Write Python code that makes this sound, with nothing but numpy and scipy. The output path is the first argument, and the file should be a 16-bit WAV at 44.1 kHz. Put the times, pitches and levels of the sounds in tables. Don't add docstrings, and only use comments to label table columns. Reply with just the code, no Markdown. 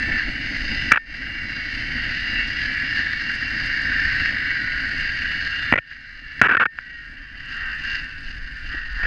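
import sys
import numpy as np
from scipy import signal
from scipy.fft import rfft, irfft
from scipy.io import wavfile
from scipy.ndimage import uniform_filter1d

SR = 44100
rng = np.random.default_rng(int(sys.argv[2]) if len(sys.argv) > 2 else 0)


def dump_mix(stems):
    frames = np.atleast_2d(stems).T
    limited = np.clip(frames, -1, 1)
    pcm = np.round(limited * 32767).astype(np.int16)
    wavfile.write(sys.argv[1], SR, pcm)


def natural_amplitude(level_db):
    exponent = np.asarray(level_db, float) / 20
    return 10 ** exponent


N = 399546
T = np.arange(N) / SR

# time in seconds, force in dB, share taken by wheels and bearings in dB.
ROLL = [(0, -26, -2), (.35, -31, 3.5), (.85, -27.5, 3.5), (1.5, -27, 1.5), (2.2, -29.5, 4.5),
        (2.8, -26, 1.5), (3.4, -26, -1), (4.3, -25, 2), (5.2, -27, 2.5), (5.65, -25.5, 0.5),
        (6.22, -27, -0.5), (6.38, -21.5, 0), (7.3, -29, 2), (7.52, -24, 5), (8.0, -26, 4), (8.2, -32, 1.5),
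        (8.6, -34.5, 5.5), (9.06, -33, 6)]
# time in seconds, half length in seconds, lift of the frame
# in dB, lift of wheels and bearings in dB.
SWINGS = [(0.188, 0.059, 7.5, 2), (0.595, 0.22, 0.5, 2.5), (2.136, 0.16, 2, 1.5), (2.37, 0.063, 5, 0.5),
          (2.614, 0.034, 2, 3), (2.986, 0.03, 4, 3.5), (3.248, .08, -1, 0.5), (3.5, 0.05, -0.5, -0.5),
          (3.6, 0.027, 2.5, 0), (3.96, 0.15, 4, 0), (4.192, 0.11, 1.5, 1), (4.5, 0.16, 0.5, -1.5),
          (4.767, 0.13, 1, -1.5), (5.92, 0.023, 4.5, 4), (6.95, 0.082, -3, 1.5), (7.507, 0.033, 1.5, 3),
          (7.66, 0.11, 5, 0), (7.925, 0.08, 5, 7.5), (8.284, 0.052, 0.5, 5.5), (8.662, 0.033, -2, 3),
          (8.75, 0.068, 6.5, 3.5), (9.066, 0.084, 11, 3)]
JOLTS = [1.564, 3.133, 3.298, 3.512, 3.919, 4.674, 4.734, 4.835, 4.845, 5.912, 8.475, 8.859]
# pitch in Hz, width in Hz, level in dB.
FRAME = [
    (1430, 160, -36),
    (1659, 222, 8.5),
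    (1845, 111, 9),
    (1110, 210, -35.5),
    (527, 590, -22.5),
]
# pitch in Hz, width in Hz, level in dB.
PLATE = [
    (2212, 95, 0.5),
    (2004, 82, 3),
]
# pitch in Hz, width in Hz, level in dB.
WHEEL = [
    (2776, 111, 15.5),
    (2966, 180, 5),
    (2454, 230, 0),
    (3230, 250, -5.5),
    (3640, 95, -2.5),
]
# pitch in Hz, width in Hz, level in dB.
BEARING = [
    (4060, 140, 4),
    (4484, 600, 5),
    (4804, 376, 8),
    (4970, 210, -31),
    (5640, 230, -14),
    (6190, 570, -9.5),
    (7340, 570, -23.5),
    (9000, 650, -29),
    (10600, 900, -48),
]
PLATE_DB, WHEEL_DB, BEARING_DB = -6, -9.5, -14
PLATE_CALMS, BEARING_FOLLOWS = 1.4, 0.44
JOLT_DB, JOLT_S = 7.0, .005
SLACK_DB, SLACK_S = -4, .006


def trolley():
    force = cable()
    level_db, share_db = curves(ROLL)
    swing_db, spin_db = sum(np.outer(db, np.exp(-((T - s) / half) ** 2)) for s, half, *db in SWINGS)
    halfway = np.convolve(JOLTS, [.5, .5], "valid")
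    gap = T - np.take(JOLTS, np.searchsorted(halfway, T))
    jolt_db = JOLT_DB * np.exp(-abs(gap) / JOLT_S)
    slack_db = SLACK_DB * np.exp(-abs(gap) / SLACK_S)
    swing_db = swing_db + np.where(gap > 0, jolt_db, slack_db)
    swing_db = uniform_filter1d(uniform_filter1d(swing_db, size=50), size=50)
    plate_db = PLATE_DB + PLATE_CALMS * 20 * np.log10(curves(SPEED)[0] / 750)
    wheel_db = WHEEL_DB + share_db + spin_db
    bearing_db = BEARING_DB + BEARING_FOLLOWS * share_db + 1.1 * spin_db
    parts = zip((plate_db, wheel_db, bearing_db), (PLATE, WHEEL, BEARING), wander(1.9, count=3))
    out = natural_amplitude(swing_db) * shaken(force, FRAME)
    for db, part, flutter_db in parts:
        out = out + natural_amplitude(db + flutter_db) * shaken(force, part)
    return natural_amplitude(level_db) * out


# time in seconds, strands passed per second in Hz.
SPEED = [(0, 887), (.22, 882.4), (.5, 858.1), (1.2, 798), (2.1, 736.3), (2.8, 710.2), (3.5, 678.4),
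         (4.2, 647.6), (4.9, 604.8), (5.6, 555.7), (6.3, 513.2), (7, 443), (7.5, 392.2), (7.65, 373.9),
         (7.9, 352.3), (8.2, 324.3), (8.6, 296.3), (9.06, 260.5)]
# start in seconds, end in seconds, level in dB.
HUMS = [
    (-.1, 0.218, -14.5),
    (7.54, 7.704, -13.5),
    (7.696, 8.038, -22.5),
]
LINES_DB, LINES_FOLLOW = -3.5, 0.35
BUMP_DEPTH, BUMP_DEPTH_SLOW = 0.13, 0.2
HUM_FLOOR_DB = -48


def cable():
    speed = curves(SPEED)[0]
    lays = np.cumsum(speed) / (6 * SR)
    octaves = np.log2(speed / 890)
    depth = BUMP_DEPTH + BUMP_DEPTH_SLOW * octaves ** 2 / 4

    uneven = sum(.3 * np.cos(2 * np.pi * k * lays + k * k) for k in (1, 2, 3, 4, 5, 7))
    bumps = np.cos(12 * np.pi * lays) + uneven
    spikes = np.minimum(rng.exponential(1, N), 5)
    grit_db = 2.0 * wander(92, count=1)[0] + 6.7 * depth * spikes
    grit = evened(rng.standard_normal(N) * natural_amplitude(grit_db)) * (1 + np.clip(depth, 0, 1) * bumps)

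    wavering = lays + 0.005 * wander(6, count=1)[0]
    fades = wander(2.5, count=36)
    lines = sum(natural_amplitude(4.7 * fade) * np.cos(2 * np.pi * (k + .3) * wavering + k * k)
                for k, fade in enumerate(fades, 14))
    lines_db = LINES_DB + LINES_FOLLOW * curves(ROLL)[1] - 6.5

    humming = natural_amplitude(HUM_FLOOR_DB)
    for start, end, db in HUMS:
        humming = humming + natural_amplitude(db) * np.clip(np.minimum(T - start, end - T) / 0.036 + .5, 0, 1)
    hum = np.cos(24 * np.pi * lays) + np.cos(36 * np.pi * lays)
    return evened(grit) + natural_amplitude(lines_db) * evened(lines) + humming * hum


def ticks():
    per_s = np.interp(T, [0, 6.8, 7.4], [1, 3, 35])
    chance, size = rng.random((2, N))
    kinks = (chance < per_s / SR) * natural_amplitude(14 * size)
    burst = rng.standard_normal(256) * np.exp(-np.arange(256) / 60)
    bright = [(hz, width, 0.32 * db) for hz, width, db in BEARING]
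    tick_db = curves(ROLL)[0] + BEARING_DB - 23
    return natural_amplitude(tick_db) * shaken(signal.oaconvolve(kinks, burst)[:N], bright)


# frequency in Hz, density in dB per Hz.
CRACK = [(300, -45), (1500, 10), (2500, 17), (3500, -25.5), (5000, -32), (6000, -30), (8000, -47),
         (10000, -41), (13000, -81)]


def knocks():
    out, t = np.zeros(N + 8192), np.arange(8192) / SR
    rows = contacts()
    draws = rng.standard_normal((len(rows), 2, 8192))
    nexts = [row[0] for row in rows[1:]] + [N / SR]
    for (s, length, db, hz, thud_db, ring_db), (rub, hiss), after in zip(rows, draws, nexts):
        touch = t < length
        push = muffled(rub * touch + 7.6 * (t == 0), 2000, order=2)
        size = np.sqrt((length + .002) / t[-1])
        shell_modes = [(hz, 400, 0), (1480, 250, -9), (2250, 350, -7), (2560, 240, -11)]
        shell = size * evened(through(push, shell_modes))
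        loudness = abs(uniform_filter1d(shell ** 2, size=60))
        shell = size * evened(shell / np.sqrt(.4 + .6 * loudness))

        slips = muffled(touch * (np.exp(-t / 0.00087) + 0.072 * rub ** 2), 480, order=2)
        crack = evened(coloured(hiss, CRACK)) * slips
        thud_modes = [(0.24 * hz, 300, -5), (250, 200, 0), (130, 90, -3), (45, 40, -7)]
        thud = size * evened(through(push, thud_modes))

        ring = np.sin(2 * np.pi * 1812 * t) * natural_amplitude(-60 * t / .5) * np.minimum(t / length, 1)
        stopped = np.clip((after - s - t) / .002 + 1, 0, 1)
        ring = ring * stopped * np.clip((t[-1] - t) / 0.065, 0, 1)

        start = round(s * SR)
        blow = shell + 0.49 * crack + natural_amplitude(thud_db) * thud + natural_amplitude(ring_db) * ring
        out[start:start + len(t)] += natural_amplitude(db) * blow
    return out[:N]


# start in seconds, length in seconds, level in dB,
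# ring in dB.
KNOCKS = [
    [(.911, .007, -20, -30), (.9185, .004, -3, -30), (.925, .003, -20, -25), (.934, .006, -16, -18),
     (.944, .005, -18, -14), (.958, .005, -16, -20), (.9725, .005, -15, -17)],
    [(5.7245, .002, -7, -31), (5.737, .004, -12, -25), (5.757, .007, -18, -17), (5.777, .007, -19, -20),
     (5.785, .003, -16, -21)],
    [(6.4145, .004, -4, -30), (6.42, .01, -16, -13), (6.436, .036, -15, -21), (6.485, .003, -18, -8),
     (6.492, .011, -14, -13), (6.51, .018, -14, -17), (6.534, .007, -17, -9), (6.548, .006, -12, -20),
     (6.569, .006, -13, -8), (6.598, .026, -14, -22), (6.627, .01, -15, -14), (6.655, .008, -15, -17)],
]
# shell pitch in Hz, pitch drift in Hz per second, thud in dB,
# thud drift in dB per second.
BRANCHES = [
    (1717, -400, -21, 23.5),
    (1946, 300, -5.5, -57),
    (1650, -500, -13.5, -16),
]
# start in seconds, length in seconds, level in dB,
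# shell pitch in Hz, thud in dB.
TAPS = [
    (5.923, 0.0023, -38.5, 2000, -33),
    (6.787, 0.00063, -19, 1650, -42),
    (8.742, .012, -64, 430, 26),
    (8.994, .01, -37, 1700, -15),
    (9.032, 0.0096, -23.5, 1890, -15),
    (9.049, 0.0014, -33, 1716, -19),
    (9.053, 0.0036, -21.5, 1800, -14),
]
HARD_THUD = 0.37


def contacts():
    rows = [(*tap, -30) for tap in TAPS]
    for hits, (hz, hz_per_s, thud_db, db_per_s) in zip(KNOCKS, BRANCHES):
        for s, length, db, ring_db in hits:
            since = s - hits[0][0]
            hit_thud_db = thud_db + db_per_s * since + HARD_THUD * (db + 10)
            rows.append((s, length, db, hz + hz_per_s * since, hit_thud_db, ring_db))
    return sorted(rows)


# time in seconds, gust in dB.
GUSTS = [(0, -32), (.35, -36.5), (.9, -32), (1.4, -37.5), (2.3, -35), (3.0, -41.5), (3.9, -36),
         (4.2, -34.5), (4.5, -42), (5.0, -37.5), (5.6, -43), (6.3, -33), (6.9, -34), (7.4, -30.5),
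         (7.7, -28.5), (8.5, -29), (8.8, -28), (9.06, -23)]
# frequency in Hz, density in dB per Hz.
BUFFET = [(4.7, -32), (8.0, -1.5), (21, 0.5), (36, -2.5), (56, -3.5), (76, -32.5), (130, -36), (200, -30.5),
          (260, -74.5), (440, -120)]
# frequency in Hz, density in dB per Hz.
ROAR = [(40, -40), (65, 8), (100, 0), (150, -0.5), (200, -17.5), (400, -41.5)]
# frequency in Hz, density in dB per Hz.
BOOM = [(100, -3.5), (170, -8), (260, 0), (310, -5.5), (380, -21), (700, -19), (1100, -27.5), (1400, -58)]
# start in seconds, end in seconds, change in dB.
LULL = (8.79, 12, -16)
ROAR_DB, ROAR_GUST, ROAR_FADE_DB_PER_S = -14, 0.41, 0.04
BOOM_DB, BOOM_GUST, BOOM_FADE_DB_PER_S = -7.5, 0.49, -1
BUFFET_LIFT = 0.12


def wind():
    start, end, lull_db = LULL
    gust_db = curves(GUSTS)[0]
    roll_db = curves(ROLL)[0] + lull_db * np.clip(np.minimum(T - start, end - T) / .03, 0, 1)
    buffet_db = gust_db - BUFFET_LIFT * ducking_db()
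    roar_db = ROAR_DB + roll_db + ROAR_GUST * (gust_db - roll_db + 8) + ROAR_FADE_DB_PER_S * T
    boom_db = BOOM_DB + roll_db + BOOM_GUST * (gust_db - roll_db + 7.5) + BOOM_FADE_DB_PER_S * T
    layers = ((buffet_db, BUFFET, 2.0), (roar_db, ROAR, 2.2), (boom_db, BOOM, 2.1))
    out = np.zeros(N)
    for (db, colour, lumpy_db), lump in zip(layers, wander(18, count=3)):
        air = rng.standard_normal(N) * natural_amplitude(lumpy_db * lump)
        out += natural_amplitude(db) * evened(coloured(air, colour))
    return out


# first knock in seconds, last knock in seconds, quick dip in dB, lasting dip in dB.
DUCKS = [
    (0.923, 1.025, -15, -5.5),
    (5.726, 5.803, -7.5, -16),
    (6.409, 6.662, -18.5, -16),
]
HOLD_S, QUICK_S, RECOVER_DB_PER_S = 0.024, 0.051, 5.5


def ducking_db():
    gain_db = np.zeros(N)
    for first, last, quick_db, lasting_db in DUCKS:
        since = np.maximum(T - last - HOLD_S, 0)
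        dip_db = quick_db * np.exp(-since / QUICK_S) + np.minimum(lasting_db + RECOVER_DB_PER_S * since, 0)
        gain_db = np.where(T > first, np.minimum(gain_db, dip_db), gain_db)
    return uniform_filter1d(gain_db, size=200)


def shaken(x, modes):
    hz = np.fft.rfftfreq(len(x), 1 / SR)
    power = sum(natural_amplitude(2 * db) / (1 + ((hz - f) / width) ** 2) ** 3 for f, width, db in modes)
    return evened(irfft(rfft(x) * np.sqrt(power), len(x)))


def through(x, modes):
    out = 0
    for hz, width, db in modes:
        peak = signal.iirpeak(hz, hz / (1.14 * width), SR)
        out = out + natural_amplitude(db) * signal.lfilter(*peak, signal.lfilter(*peak, x))
    return out


def muffled(x, hz, order):
    return signal.sosfilt(signal.butter(order, hz, fs=SR, output="sos"), x)


def coloured(x, points):
    hz = np.fft.rfftfreq(x.shape[-1], 1 / SR)
    f, db = np.transpose(points)
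    return irfft(rfft(x) * natural_amplitude(np.interp(np.log(hz + 1), np.log(f + 1), db)), x.shape[-1])


def wander(hz, count):
    step = 64
    size = N // step + 2
    z = rfft(rng.standard_normal((count, size)))
    slow = irfft(z / (1 + (np.fft.rfftfreq(size, step / SR) / hz) ** 2), size)
    return [np.interp(np.arange(N) / step, np.arange(len(v)), evened(v)) for v in slow]


def curves(table):
    s, *columns = np.transpose(table)
    return [np.interp(T, s, c) for c in columns]


def evened(x):
    return x / np.sqrt(np.mean(x ** 2) + 1e-20)


def scene():
    return (natural_amplitude(ducking_db()) * (trolley() + ticks() + wind()) + knocks())[None]


def roll_off(x):
    return signal.sosfilt(signal.butter(12, 14080, fs=SR, output="sos"), x)


def record(dry):
    mix = np.clip(muffled(dry, 9880, order=8), -1, 1)
    return roll_off(mix)


dry = scene()
out = record(dry)
dump_mix(out)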